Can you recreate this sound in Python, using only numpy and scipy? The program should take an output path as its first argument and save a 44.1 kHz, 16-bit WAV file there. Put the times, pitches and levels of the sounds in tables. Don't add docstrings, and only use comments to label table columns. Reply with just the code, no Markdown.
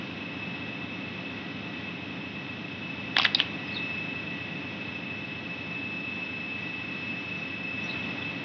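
import sys
import numpy as np
from scipy import signal
from scipy.fft import rfft, irfft, next_fast_len
from scipy.io import wavfile
from scipy.ndimage import map_coordinates

SR = 44100
rng = np.random.default_rng(int(sys.argv[2]) if len(sys.argv) > 2 else 0)


def store_wav(level_fs):
    pcm = np.round(np.clip(np.atleast_2d(level_fs), -1, 1) * 32767)
    wavfile.write(sys.argv[1], SR, pcm.T.astype(np.int16))


N = 372204
TIME = np.arange(N) / SR

# time in seconds, rumble and hiss levels in relative dB.
BACKGROUND_LEVELS = [(0.0, -39.5, -49), (2.82, -40.5, -49.5), (3.17, -39.5, -49), (3.34, -40, -46.5),
                     (3.45, -39, -47), (5.81, -40.5, -49.5), (6.53, -41.5, -48), (7.73, -40.5, -47.5),
                     (8.04, -38, -45.5), (8.44, -39.5, -47.5)]
# frequency in Hz, relative level in dB.
AIR_SPECTRUM = [(25, -41), (60, -30.5), (100, -12.5), (130, 0.5), (290, 3.5), (380, -8), (700, -10),
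                (1400, -11.5), (2800, -10.5), (3850, -13.5), (4600, -25.5), (5600, -27), (6900, -50),
                (8000, -40), (8600, -67.5)]
# frequency in Hz, relative level in dB.
RUMBLE_SPECTRUM = [(25, -45), (48, -39.5), (78, -13.5), (97, -1.5), (135, 2), (230, -3.5), (310, -2),
                   (355, -7.5), (600, -12), (1400, -17), (3700, -14), (4600, -42.5), (5600, -33.5),
                   (7000, -57)]
# pitch in Hz, relative level in dB.
HUM_TONES = [(100.9, -55.5), (105.1, -57), (121.9, -56), (151.3, -62), (176.5, -52), (184.9, -57.5),
             (201.7, -50), (226.9, -68), (264.8, -52), (285.8, -52), (307, -59.5), (332, -61),
             (416.1, -57.5), (512.7, -60), (1063.2, -65.5)]
WHINE_PITCHES = (1952.5, 2613.3, 2585.7)
# time in seconds, relative level in dB.
HIGH_WHINE_LEVELS = [(0.0, -53), (0.7, -43.5), (1.31, -55.5), (2.21, -49), (3.38, -43.5), (3.52, -55),
                     (3.76, -39.5), (3.99, -39.5), (4.68, -48), (5.01, -43), (5.29, -43.5), (6.06, -39.5),
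                     (7.47, -41), (7.64, -38.5), (8.44, -45.5)]
# centre in Hz, width in Hz, relative level in dB.
HISS_BANDS = [(1943, 28, -57), (2150, 41, -58.5), (2608.5, 46, -47), (4370, 120, -82), (5175, 82, -68)]
# frequency in Hz, seconds it takes to fade by 60 dB.
ECHO_FADES = [(200, .3), (1500, 0.46), (3500, 0.21), (7000, 0.23)]
# start in seconds, first pitch in Hz, last pitch in Hz, level in dB.
BIRD_NOTES = [(3.665, 4950, 5130, -52), (3.703, 3500, 4580, -45), (3.738, 4340, 3950, -37.5),
              (3.755, 3900, 3500, -30), (7.365, 5700, 5820, -60), (7.826, 5620, 5770, -53),
              (7.873, 3780, 4360, -41.5), (7.89, 3850, 3900, -35), (8.215, 3700, 2820, -38.5)]
# frequency in Hz, relative level in dB.
GRIT_SPECTRUM = [(350, -41), (500, -16), (720, -2.5), (1100, -0.5), (1400, -11), (2200, 1.5), (3100, 5),
                 (3900, -1), (4700, -17), (5600, -17), (7000, -45), (9000, -53)]
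# start in seconds, length in seconds, level in dB.
STONE_SCRAPES = [(3.165, 0.095, -31), (3.384, .03, -35.5)]
# start in seconds, click in Hz and dB, knock in Hz and dB, thud in dB,
# ring time in seconds, wait until the bounce in seconds, bounce level in dB relative to the hit.
STONE_HITS = [ (3.1670, 3330, -10, 1810, -9, -20.5, 0.00058, .003, -12.5),
              (3.1848, 4830, -11.5, 2800, -9.5, -13, 0.00034, 0.0026, -4.5),
              (3.1976, 3320, -13.5, 1125, -15.5, -23, 0.001, 0.0029, -13),
              (3.2163, 4700, -22, 3040, -17, -34, 0.0004, .006, -2),
              (3.2328, 4900, -22, 3380, -23, -43, .0005, 0.0026, -5),
              (3.2455, 4650, -20.5, 2690, -23.5, -34, 0.00075, .002, -6),
              (3.2498, 3420, -11.5, 1860, -8, -30, 0.00035, 0.003, 0.5),
              (3.3476, 4750, -12.5, 3340, -27, -41, .00055, 0.0012, 4.5),
              (3.3552, 3940, -18.5, 2600, -29, -31, 0.00048, 0.0026, -10.5),
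              (3.4014, 3060, -5.5, 1850, -16, -30, 0.00048, .0018, -11.5)]


def amp(db):
    return 10 ** (np.asarray(db) / 20)


def along(points, hz):
    freqs, values = np.transpose(points)
    return np.interp(np.log(hz + 1), np.log(freqs + 1), values)


def curves(rows):
    times, *columns = np.transpose(rows)
    return [np.interp(TIME, times, column) for column in columns]


def wobble(rate):
    return map_coordinates(rng.standard_normal(int(N * rate / SR) + 4), [TIME * rate])


def filtered(x, response):
    size = next_fast_len(N + SR // 2)
    return irfft(rfft(x, size) * response(np.fft.rfftfreq(size, 1 / SR)), size)[:N]


def noise(response):
    x = filtered(rng.standard_normal(N), response)
    return x / np.sqrt(np.mean(x ** 2) + 1e-20)


def add(track, start_s, sound):
    part = track[round(start_s * SR):][:len(sound)]
    part += sound[:len(part)]


def swells():
    return [db - np.median(db) for db in curves(BACKGROUND_LEVELS)]


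def air(level_db=-42.0, restless_db=0.58, treble_db=0.5):
    low_db, hiss_db = swells()
    rush = noise(lambda hz: amp(along(AIR_SPECTRUM, hz)))
    low = filtered(rush, lambda hz: 1 / (1 + (hz / 900) ** 2))
    swelling = low * amp(low_db) + (rush - low) * amp(hiss_db + treble_db)
    return swelling * amp(level_db + restless_db * wobble(6.9))


def machine(cycle_s=0.23795, rumble_db=-43, uneven_db=3.5, bass_hz=130, bass_db=-1, throb_db=4.5):
    size = round(cycle_s * SR)
    hz = np.fft.rfftfreq(size, 1 / SR)
    tones = amp(along(RUMBLE_SPECTRUM, hz) + uneven_db * rng.standard_normal(len(hz)))
    tones *= amp(rumble_db) / np.linalg.norm(tones)
    for hum_hz, db in HUM_TONES:
        tones[round(hum_hz * cycle_s)] = amp(db)
    phases = np.exp(2j * np.pi * rng.random(len(hz)))
    cycle = irfft(tones * phases, size) * size / np.sqrt(2)
    drone = np.resize(cycle, N)
    bass = filtered(drone, lambda f: 1 / (1 + (f / bass_hz) ** 12))
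    throb = amp(bass_db + throb_db * np.cos(2 * np.pi * (TIME - 0.15) / cycle_s))
    return (drone - bass + bass * throb) * amp(swells()[0])


def whine(partner_db=-48.5, overtone_db=-30, drift_db=3.5, flutter_db=0.8):
    out = np.zeros(N)
    rumble_db, hiss_db = swells()
    low_db = -56.5 + 1.7 * (rumble_db + hiss_db) + drift_db * wobble(3)
    high_db = 2.0 + curves(HIGH_WHINE_LEVELS)[0]
    for hz, db in zip(WHINE_PITCHES, [low_db, high_db, partner_db + hiss_db]):
        phase = 2 * np.pi * hz * TIME + 0.099 * wobble(25) + 0.46 * wobble(1.98)
        level = np.sqrt(2) * amp(db + flutter_db * wobble(5.6))
        out += level * (np.sin(phase) + amp(overtone_db) * np.sin(2 * phase))
    for centre, width, db in HISS_BANDS:
        band = noise(lambda f: f * width / (centre ** 2 - f ** 2 + 1j * f * width)
                     / (1 + ((f - centre) / 700) ** 2))
        out += amp(db + 1.2 + hiss_db) * band
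    return out


def pebble_echo(sound):
    hz, t, spectrum = signal.stft(rng.standard_normal(SR // 2), SR, nperseg=256)
    fade = amp(-60 * t / along(ECHO_FADES, hz)[:, None])
    tail = signal.istft(spectrum * fade, SR, nperseg=256)[1]
    return signal.fftconvolve(sound, tail / np.linalg.norm(tail))[:N]


def bird(note_s=0.03):
    out = np.zeros(N)
    progress = np.linspace(0, 1, round(note_s * SR))
    hoarse = np.exp(0.7j * wobble(700)) * amp(2.5 * wobble(250))
    for start, first_hz, last_hz, db in BIRD_NOTES:
        phase = 2 * np.pi * np.cumsum(first_hz + (last_hz - first_hz) * progress) / SR
        note = np.imag(np.exp(1j * phase) * hoarse[round(start * SR):][:len(progress)])
        add(out, start, amp(db) * np.sin(np.pi * progress) * note)
    return out


def scraping(rise_db_per_s=1199, fall_db_per_s=385):
    return sum(amp(db - rise_db_per_s * np.maximum(start - TIME, 0)
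                   - fall_db_per_s * np.maximum(TIME - start - length, 0))
               for start, length, db in STONE_SCRAPES)


def stone(thud_hz=770, ring_db=0.3, crack_db=-22, sag=0.028):
    rings = np.zeros(N)
    grit_level = scraping() * amp(4.9 * wobble(300))
    t = np.arange(SR // 50) / SR
    for hit_s, click_hz, click_db, knock_hz, knock_db, thud_db, ring_s, wait, bounce_db in STONE_HITS:
        bounce_hz = 3440 * (click_hz / 3440) ** 0.29
        hit = (hit_s, click_hz, 0, ring_s)
        bounce = (hit_s + wait, bounce_hz, bounce_db, ring_s * 1.42)
        for start, top_hz, db, life in [hit, bounce]:
            swell = t / life * np.exp(1 - t / life)
            phase_per_hz = 2 * np.pi * (t + sag * life * (1 - np.exp(-t / life)))
            tones = [(top_hz, click_db), (knock_hz, knock_db), (thud_hz, thud_db)]
            ring = sum(amp(level) * np.sin(hz * phase_per_hz) for hz, level in tones)
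            add(rings, start, amp(db + ring_db) * swell * ring)
            add(grit_level, start, amp(click_db + db + crack_db - 60 * t / 0.021))
    rings = filtered(rings, lambda hz: 1 / np.sqrt((1 + (hz / 5700) ** 30) * (1 + (580 / (hz + 1)) ** 10)))
    return rings + grit_level * noise(lambda hz: amp(along(GRIT_SPECTRUM, hz)))


def scene():
    clacks, chirps = stone(), bird()
    near = clacks + amp(-14.0) * pebble_echo(clacks)
    far = chirps + amp(-4.5) * pebble_echo(chirps)
    return (near + far + machine() + air() + whine())[None]


def record(dry, ceiling=0.81, hardness=6, top_hz=6665):
    rounded = dry[0] / (1 + np.abs(dry[0] / ceiling) ** hardness) ** (1 / hardness)
    return filtered(rounded, lambda hz: 1 / np.sqrt(1 + (hz / top_hz) ** 20))[None]


dry = scene()
out = record(dry)
store_wav(out)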